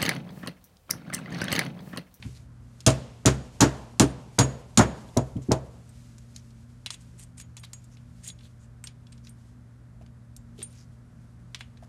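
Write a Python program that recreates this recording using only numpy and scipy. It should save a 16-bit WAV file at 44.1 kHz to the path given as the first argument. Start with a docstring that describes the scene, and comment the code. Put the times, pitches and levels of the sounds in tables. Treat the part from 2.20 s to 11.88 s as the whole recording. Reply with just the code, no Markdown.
"""A machine hum of wavering sines and coloured air noise fill a small workshop; gloves rustle in gritty noise.
After a few light touches, pliers hammer a small steel shell held on a cloth-covered wooden bench: noise cracks,
decaying modes for the ringing shell and booming bench, and a diffuse noise return from the room.
The pliers are laid down, then a screwdriver picks and scrapes at the shell: short clicks that ring shell and
blade, strokes of stick-slip grains, and a few hollow taps as the shell shifts in the hand."""
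import sys
import numpy as np
from scipy import signal
from scipy.fft import rfft, irfft
from scipy.io import wavfile
from scipy.ndimage import uniform_filter1d, minimum_filter1d

SR = 44100
rng = np.random.default_rng(int(sys.argv[2]) if len(sys.argv) > 2 else 0)


def waveform_to_disk(signal):
    """Save audio, clipped to [-1, 1], as 16-bit WAV at the path in sys.argv[1]."""
    frames = np.transpose(np.atleast_2d(signal))
    scaled = np.clip(frames, -1, 1) * 32767
    samples = np.round(scaled).astype(np.int16)
    wavfile.write(sys.argv[1], SR, samples)


N = 426888
GRAIN = 8192  # length of one burst in samples


def undb(db):
    """Gain of a level in dB."""
    return 10 ** (np.asarray(db) / 20)


def white(size=GRAIN):
    """White noise, rms 1."""
    return rng.standard_normal(size)


def colour(x, points):
    """Shape x by a (f/Hz, level/dB) spectrum, keeping rms 1 for white x."""
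    hz, db = np.transpose(points)
    f = np.arange(len(x) // 2 + 1) * SR / len(x) + 1
    gain = undb(np.interp(np.log(f), np.log(hz), db))
    return irfft(rfft(x) * gain, len(x)) / np.sqrt(np.mean(gain ** 2))


def band(x, hz, octaves):
    """Band-pass around hz."""
    edges = np.clip(hz * 2. ** np.array([-octaves / 2, octaves / 2]), 20, .45 * SR)
    return signal.sosfilt(signal.butter(2, edges, "bandpass", fs=SR, output="sos"), x)


def ring(force, hz, t60):
    """One decaying mode; a unit impulse gives a sine that starts at unit size."""
    pole = np.exp(2j * np.pi * hz / SR - np.log(1000) / (max(t60, .005) * SR))
    return signal.lfilter([1], [1, -pole], force).imag


def decay(t60, size=GRAIN):
    """Envelope that falls 60 dB in t60."""
    return np.exp(-np.log(1000) * np.arange(size) / (max(t60, .002) * SR))


def add(track, s, burst):
    """Mix a burst in at s."""
    i = int(s * SR)
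    track[i:i + len(burst)] += burst[:N - i]


def walk(rate):
    """Slow smooth random curve with a standard deviation of 1."""
    k = int(SR / rate)
    steps = np.repeat(white(N // k + 1), k)
    curve = uniform_filter1d(uniform_filter1d(steps, k), k)[:N]
    return curve / curve.std()


def crumble(depth_db, size):
    """Random gain that breaks a burst into uneven grains, smoothed over size samples."""
    return undb(depth_db * uniform_filter1d(white(), size=size))


def chatter(t60, share):
    """Force of one contact: a first impulse, then dying rattle."""
    force = share * white() * decay(t60)
    force[0] = 1
    return force


def shares(modes, hz, fall_db_per_octave):
    """Impulse sizes: modes away from the favoured pitch hz get less, down to a floor."""
    floor_db = -24
    octaves = np.abs(np.log2(np.array(modes)[:, :1] / hz))
    return undb(np.maximum(-fall_db_per_octave * octaves, floor_db))


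# machine hum partials: (f/Hz, level/dB rms, pitch waver/Hz); a wider waver also sways the level more
HUM_PARTIALS = [(120.3, -50.5, 1), (169, -62, 8), (234, -60.5, 5.5), (590, -79, 5.3)]
# spectrum of the workshop air: (f/Hz, relative level/dB per Hz)
AIR_SPECTRUM = [(15, -36), (36, -17), (52, 0.5), (85, -1), (110, -6), (145, -10), (240, -11), (310, -20),
                (370, -24), (620, -26.5), (800, -29.5), (1500, -29.5), (2870, -43.5), (9150, -45.5),
                (13300, -55)]
AIR_DB = -52


def workshop():
    """Machine hum, sines unsteady in pitch and level, over air noise that swells a little."""
    hum = 0
    for hz, db, waver_hz in HUM_PARTIALS:
        level = np.sqrt(2) * undb(db + 0.43 * waver_hz * walk(6.3))
        phase = 2 * np.pi * np.cumsum(hz + waver_hz * walk(12)) / SR
        hum = hum + level * np.sin(phase)
    air = colour(white(N), AIR_SPECTRUM)
    return hum + undb(AIR_DB + 0.39 * walk(0.92)) * air


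# how busy the gloves are on cloth and shell: (t/s, level/dB)
GLOVE_RUSTLE = [(0.0, -66.5), (0.13, -62), (0.3, -74.5), (0.55, -68.5), (3.05, -65), (3.55, -65.5),
                (3.93, -68), (4.129, -65.5), (4.42, -73), (4.84, -68.5), (5.25, -78), (6.12, -69),
                (6.73, -87), (7.091, -72.5), (8.0, -96.5), (8.52, -67), (8.7, -79), (9.68, -76)]
# the tip slides on steel: (t/s, length/s, relative level/dB, centre f/Hz)
TIP_SCRAPES = [(0.021, 0.072, -60, 2280), (0.14, 0.046, -58.5, 4360), (3.164, 0.015, -57.5, 3000),
               (3.214, 0.032, -56, 6900), (4.136, 0.075, -59, 5500), (4.71, 0.051, -47, 7500),
               (4.798, 0.031, -60, 7800), (4.971, 0.087, -53, 8320), (5.167, 0.064, -48, 8100),
               (5.366, 0.031, -55, 6500), (5.429, 0.031, -48.5, 3800), (5.703, 0.065, -65, 5970),
               (6.023, 0.097, -46.5, 7830), (6.215, 0.073, -60.5, 3800), (6.386, 0.088, -67, 7140),
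               (6.648, 0.043, -61, 4960), (7.027, 0.072, -62, 5500), (7.808, 0.027, -67.5, 2500),
               (8.369, 0.09, -53.5, 3500), (8.529, .13, -62, 5530), (9.343, 0.021, -53.5, 3950),
               (9.385, 0.033, -59, 3300), (9.617, .04, -64.5, 1620)]
# spectrum of the slipping contact: (f/Hz, relative level/dB per Hz)
SLIP_SPECTRUM = [(1000, -23), (2000, -4.5), (3500, -5.5), (7000, -3.5), (10000, -8.5), (13500, -17.5)]


def rub():
    """Stick-slip grains of uneven size under each scrape, over a faint patchy rustle."""
    patches = undb(2.2 * walk(31) + 1.5 * walk(8.4))
    rustle = colour(white(N), SLIP_SPECTRUM) * patches
    out = undb(np.interp(np.arange(N) / SR, *np.transpose(GLOVE_RUSTLE))) * rustle
    for s, length, db, hz in TIP_SCRAPES:
        grains = white() * crumble(29, 64)
        grains = 0.85 * colour(grains, SLIP_SPECTRUM) + band(grains, hz, 0.63) * 1.8
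        stroke = signal.windows.tukey(max(int(length * SR), 2), .6)
        add(out, s, undb(db) * grains[:len(stroke)] / grains.std() * stroke)
    return out


# diffuse return: (f/Hz, early relative level/dB, early t60/s, late relative level/dB, late t60/s)
ROOM_BANDS = [(192, -20, 0.69, -23.5, .7), (310, -7.5, 0.15, -27.5, 0.77), (500, -11, 0.14, -14.5, 0.68),
              (846, -6, 0.026, -20, 0.92), (1460, -17, 0.057, -18, 0.47), (2550, -8.5, 0.15, -26.5, 1),
              (3960, -15, 0.12, -28.5, 0.71), (6200, -21, 0.17, -36.5, 0.73),
              (10790, -22.5, 0.061, -34.5, .3)]


def room(dry):
    """Each band stores the energy it is given and returns it as diffuse noise, early and late."""
    out = 0
    late = np.roll(dry, int(0.0037 * SR))  # the first wall is over a metre round trip
    for hz, early_db, early_t60, late_db, late_t60 in ROOM_BANDS:
        power, stored = band(late, hz, 0.45) ** 2, 0
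        for db, t60 in (early_db, early_t60), (late_db, late_t60):
            keep = decay(t60, size=2)[1] ** 2  # energy kept from one sample to the next
            stored = stored + undb(db) ** 2 * signal.lfilter([1 - keep], [1, -keep], power)
        noise = band(white(N), hz, 0.77)
        envelope = np.sqrt(uniform_filter1d(stored, size=256))
        out = out + undb(4) * envelope * noise / noise.std()
    return out


# light touches of tip on shell:
# (t/s, click level/dB, dull body level/dB, relative ring level/dB, favoured f/Hz of the touched spot)
TIP_TICKS = [(0.0253, -42, -49, -59, 2400), (0.6048, -37.5, -80, -47, 4930), (2.8888, -66, -70, -55, 3300),
             (3.692, -54.5, -79, -61, 8300), (3.9823, -50, -59, -58, 6100), (4.1617, -36.5, -64, -42, 5400),
             (4.306, -54, -75, -67, 4510), (4.6615, -32, -66, -36, 3630), (4.6663, -35.5, -52, -31, 3300),
             (4.7045, -30, -38, -20, 4350), (4.7416, -48, -52, -42.5, 3400), (4.996, -51, -58, -52, 8500),
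             (5.035, -50, -74, -55, 8240), (5.1998, -47, -51, -44.5, 6850), (5.368, -40, -49, -42, 6200),
             (5.3762, -49, -57, -50, 3480), (5.396, -52, -71, -54, 8800), (5.436, -50.5, -47.5, -59, 3300),
             (5.533, -40, -44.5, -37.5, 7150), (5.642, -54, -72, -60, 7400), (5.7702, -54, -66, -59, 3330),
             (6.0463, -46, -74, -48, 7050), (6.0754, -45, -72, -33.5, 6930), (6.078, -42, -70, -39.5, 9170),
             (6.086, -37, -50, -38, 3900), (6.1014, -49, -74, -42, 3520), (6.1888, -53, -69, -55, 3600),
             (6.2073, -51.5, -67, -60, 2520), (6.2537, -56, -81, -53, 3330),
             (6.6403, -45, -42.5, -39, 8000), (6.6713, -33, -55, -37, 3980),
             (6.8686, -54.5, -68, -54, 3560), (6.9219, -60, -51.5, -54, 7900),
             (6.926, -47.5, -62, -55, 3870), (6.978, -53.5, -76, -63, 3900),
             (7.0702, -49, -64, -53.5, 3560), (7.093, -53, -77, -53, 8800), (7.8625, -60, -62, -63, 4280),
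             (8.1646, -45, -78, -53, 7450), (8.4185, -46, -41.5, -44, 3380), (8.428, -42, -68, -31.5, 9180),
             (8.528, -55, -77, -60, 5900), (9.3464, -34, -41.5, -47, 3780), (9.4077, -45, -34.5, -38, 3500),
             (9.5725, -55.5, -59, -58, 3300)]
TICK_T60_S, TICK_FALL_DB_PER_OCTAVE = 0.026, 60


def ticks(ring_forces):
    """Each touch is a crumbling noise click with a duller body, and an impulse to shell and blade."""
    out = np.zeros(N)
    for s, db, body_db, ring_db, hz in TIP_TICKS:
        click, body = band(white(), hz, 1.19), band(white(), 1660, 1.66)
        rattle = decay(TICK_T60_S) * crumble(22.5, 48)
        add(out, s, (undb(db) * click / click.std() + undb(body_db) * body / body.std()) * rattle)
        sizes = shares(SHELL_MODES + BLADE_MODES, hz, TICK_FALL_DB_PER_OCTAVE)
        for force, size in zip(ring_forces, sizes):
            add(force, s, undb(ring_db) * size)
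    return out


# shell modes are close pairs that beat, the weaker twin lasting longer:
# (f/Hz, relative level/dB, t60/s, twin offset/Hz, twin relative level/dB, twin t60/s)
SHELL_MODES = [(6740, 0.5, 0.13, 20, -25.5, 0.44), (7447, 0, 0.086, 22, -19, 0.24),
               (9033, 3.5, 0.11, 22, -22, 0.31)]
# screwdriver blade modes, same columns; the low pair is spread wide and nearly equal in level
BLADE_MODES = [(3440, 2, 0.043, 455, 3, 0.024), (8300, 7, 0.053, 55, -36, 0.033)]


def steel_rings(ring_forces):
    """Shell and blade ring as pairs of decaying modes driven by the contact impulses."""
    tones = 0
    grip = undb(3.9 * walk(70))  # the gloved fingers damp the twin rings unevenly
    for force, mode in zip(ring_forces, SHELL_MODES + BLADE_MODES):
        hz, db, t60, offset, twin_db, twin_t60 = mode
        tones = tones + undb(db) * ring(force, hz, t60)
        tones = tones + undb(twin_db) * ring(force, hz + offset, twin_t60) * grip
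    return tones


# the bench takes a push:
# (t/s, boom relative level/dB, dull knock relative level/dB, bright knock relative level/dB, push length/s)
BENCH_THUDS = [(0.048, -18, -67, -54, 0.0059), (0.663, -1, -16, -17, 0.0017),
               (1.053, 1.5, -17, -17.5, 0.0033), (1.064, -19, -32, -22.5, 0.0073),
               (1.404, -2.5, -20.5, -10.5, 0.001), (1.42, -10.5, -21, -23.5, 0.0029),
               (1.798, -2, -19.5, -15.5, 0.0024), (2.184, -1, -13, -14, 0.0037),
               (2.573, -3, -18, -14.5, 0.002), (2.591, -3.5, -12.5, -15.5, 0.0023),
               (2.966, -8.5, -18.5, -48, 0.0019), (3.154, -14.5, -50, -70, 0.0042),
               (3.286, -16.5, -51, -58, 0.00081), (3.31, -8.5, -19.5, -29.5, 0.0018)]
# booming modes of the board: (f/Hz, relative level/dB, t60/s)
BOOM_MODES = [(35.9, -19, 0.088), (66.5, -17, 0.44), (108.5, -3, .15), (131.4, -7.5, .35),
              (173.5, -5.5, 0.085), (239.2, -0.5, 0.073), (284.5, -5, 0.1), (356, -7, 0.072)]
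# woody knock modes: (f/Hz, relative level/dB, t60/s)
KNOCK_MODES = [(405, -2, 0.052), (476, -3, 0.077), (640.8, 1.5, 0.19), (850, 2, .04), (1180, -4, 0.026),
               (1520, -5.5, 0.038), (1721, -7.5, 0.069)]
# trim of the lower and the upper board modes: (lower/dB, upper/dB)
BOARD_TRIM = (-10, -7.5)
BENCH_CHATTER_T60_S = 0.044


def bench():
    """The cloth stretches each push, so the board booms; harder contact adds a woody knock."""
    forces = np.zeros((4, N))  # lower board, upper board, dull knock, bright knock
    blurs = np.zeros((2, N))  # dull, bright
    rattle_t60 = BENCH_CHATTER_T60_S
    for s, db, *knocks_db, push_s in BENCH_THUDS:
        push = np.hanning(max(int(push_s * SR), 1) + 2)  # a longer push leaves the high modes alone
        short_push = push[::3]
        heave = np.convolve(chatter(rattle_t60, .015), push / push.sum())
        soft = np.convolve(chatter(rattle_t60, 0.072), push / push.sum())
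        hard = np.convolve(chatter(rattle_t60, .1), short_push / short_push.sum())
        levels_db = [db + BOARD_TRIM[0], db + BOARD_TRIM[1], *knocks_db]
        for force, level_db, shape in zip(forces, levels_db, (heave, soft, hard, hard)):
            add(force, s, undb(level_db) * shape)
        swell = decay(2.84 * rattle_t60) * (1 - decay(.012))
        for blur, level_db in zip(blurs, knocks_db):
            add(blur, s, undb(level_db - 1.5) * swell)
    out = np.zeros(N)
    # neighbouring modes start in opposite directions
    for k, (hz, db, t60) in enumerate(BOOM_MODES):
        out += (-1) ** k * undb(db + 5.5) * ring(forces[int(k > 3)], hz, t60)
    for k, (hz, db, t60) in enumerate(KNOCK_MODES):
        out += (-1) ** k * undb(db - 6.5) * ring(forces[2 + int(k > 2)], hz, t60)
    for blur, hz in zip(blurs, (540, 1150)):  # the dense upper modes blur into noise
        noise = band(white(N), hz, 0.94)
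        out += blur * noise / noise.std()
    return out


# steel on steel:
# (t/s, crack relative level/dB, ring relative level/dB, favoured f/Hz of the struck spot, chatter t60/s)
HAMMER_BLOWS = [(0.6641, -4.5, -16.5, 8200, 0.055), (0.704, -32, -52, 8200, .02),
                (1.058, -6.5, -18, 7300, 0.067), (1.072, -23, -34.5, 7300, .03),
                (1.4065, -5.5, -22.5, 6700, 0.082), (1.797, -8.5, -21.5, 9000, 0.083),
                (2.188, -7, -14, 6700, 0.064), (2.574, -10.5, -13, 7100, 0.11),
                (2.591, -19.5, -30.5, 9000, .04), (2.9719, -24, -36, 6500, .03),
                (3.318, -23.5, -38.5, 7200, .061)]
# spectrum of the crack: (f/Hz, relative level/dB per Hz)
CRACK_SPECTRUM = [(880, -41), (1500, -14), (2230, -7), (3410, -0.5), (5020, -0.5), (6930, 5.5), (8180, -4),
                  (12700, -16), (13600, -38)]
BLOW_FALL_DB_PER_OCTAVE = 22  # a hard blow wakes all the shell modes


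def blows(ring_forces):
    """Each blow is a noisy crack, and an impulse that sets the shell ringing."""
    out = np.zeros(N)
    for s, db, ring_db, hz, t60 in HAMMER_BLOWS:
        # a sharp front, then the loose parts crunch together
        crunch = decay(0.015) + 0.72 * decay(t60) * crumble(2.7, 64)
        add(out, s, undb(db) * colour(white(), CRACK_SPECTRUM) * crunch)
        # the shell forces come first, so the blade stays still
        for force, size in zip(ring_forces, shares(SHELL_MODES, hz, BLOW_FALL_DB_PER_OCTAVE)):
            add(force, s, undb(ring_db) * size)
    return out


# hollow taps as the shell shifts in the hand: (t/s, relative level/dB, f/Hz)
SHELL_TAPS = [(4.939, -51.5, 385), (7.812, -45.5, 630), (7.862, -59, 337), (8.387, -42, 412),
              (8.404, -44.5, 375), (9.626, -44, 683)]
TAP_T60_S = 0.045


def taps():
    """Short hollow notes: one quickly decaying mode, driven by a rattling contact."""
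    out = np.zeros(N)
    for s, db, hz in SHELL_TAPS:
        add(out, s, undb(db) * ring(chatter(0.099, 0.043), hz, TAP_T60_S))
    return out


def scene():
    """All sources at one microphone above the bench."""
    ring_forces = np.zeros((len(SHELL_MODES + BLADE_MODES), N))
    dry = rub() + ticks(ring_forces) + bench() + blows(ring_forces) + taps()
    return (workshop() + dry + room(dry) + steel_rings(ring_forces))[None]


MIC_LOW_HZ, TOP_HZ = 26, 13250
CEILING_DB = -3.2  # limiter ceiling ahead of the top cut


def record(dry):
    """The small microphone drops the deep bass, a fast look-ahead limiter holds the blows, the top is cut."""
    dry = signal.sosfilt(signal.butter(2, MIC_LOW_HZ, "highpass", fs=SR, output="sos"), dry)
    gain = np.minimum(1, undb(CEILING_DB) / (np.abs(dry) + 1e-9))
    gain = uniform_filter1d(minimum_filter1d(gain, size=441), size=221)
    return signal.sosfilt(signal.ellip(10, .2, 70, TOP_HZ, fs=SR, output="sos"), dry * gain)


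dry = scene()
out = record(dry)
waveform_to_disk(out)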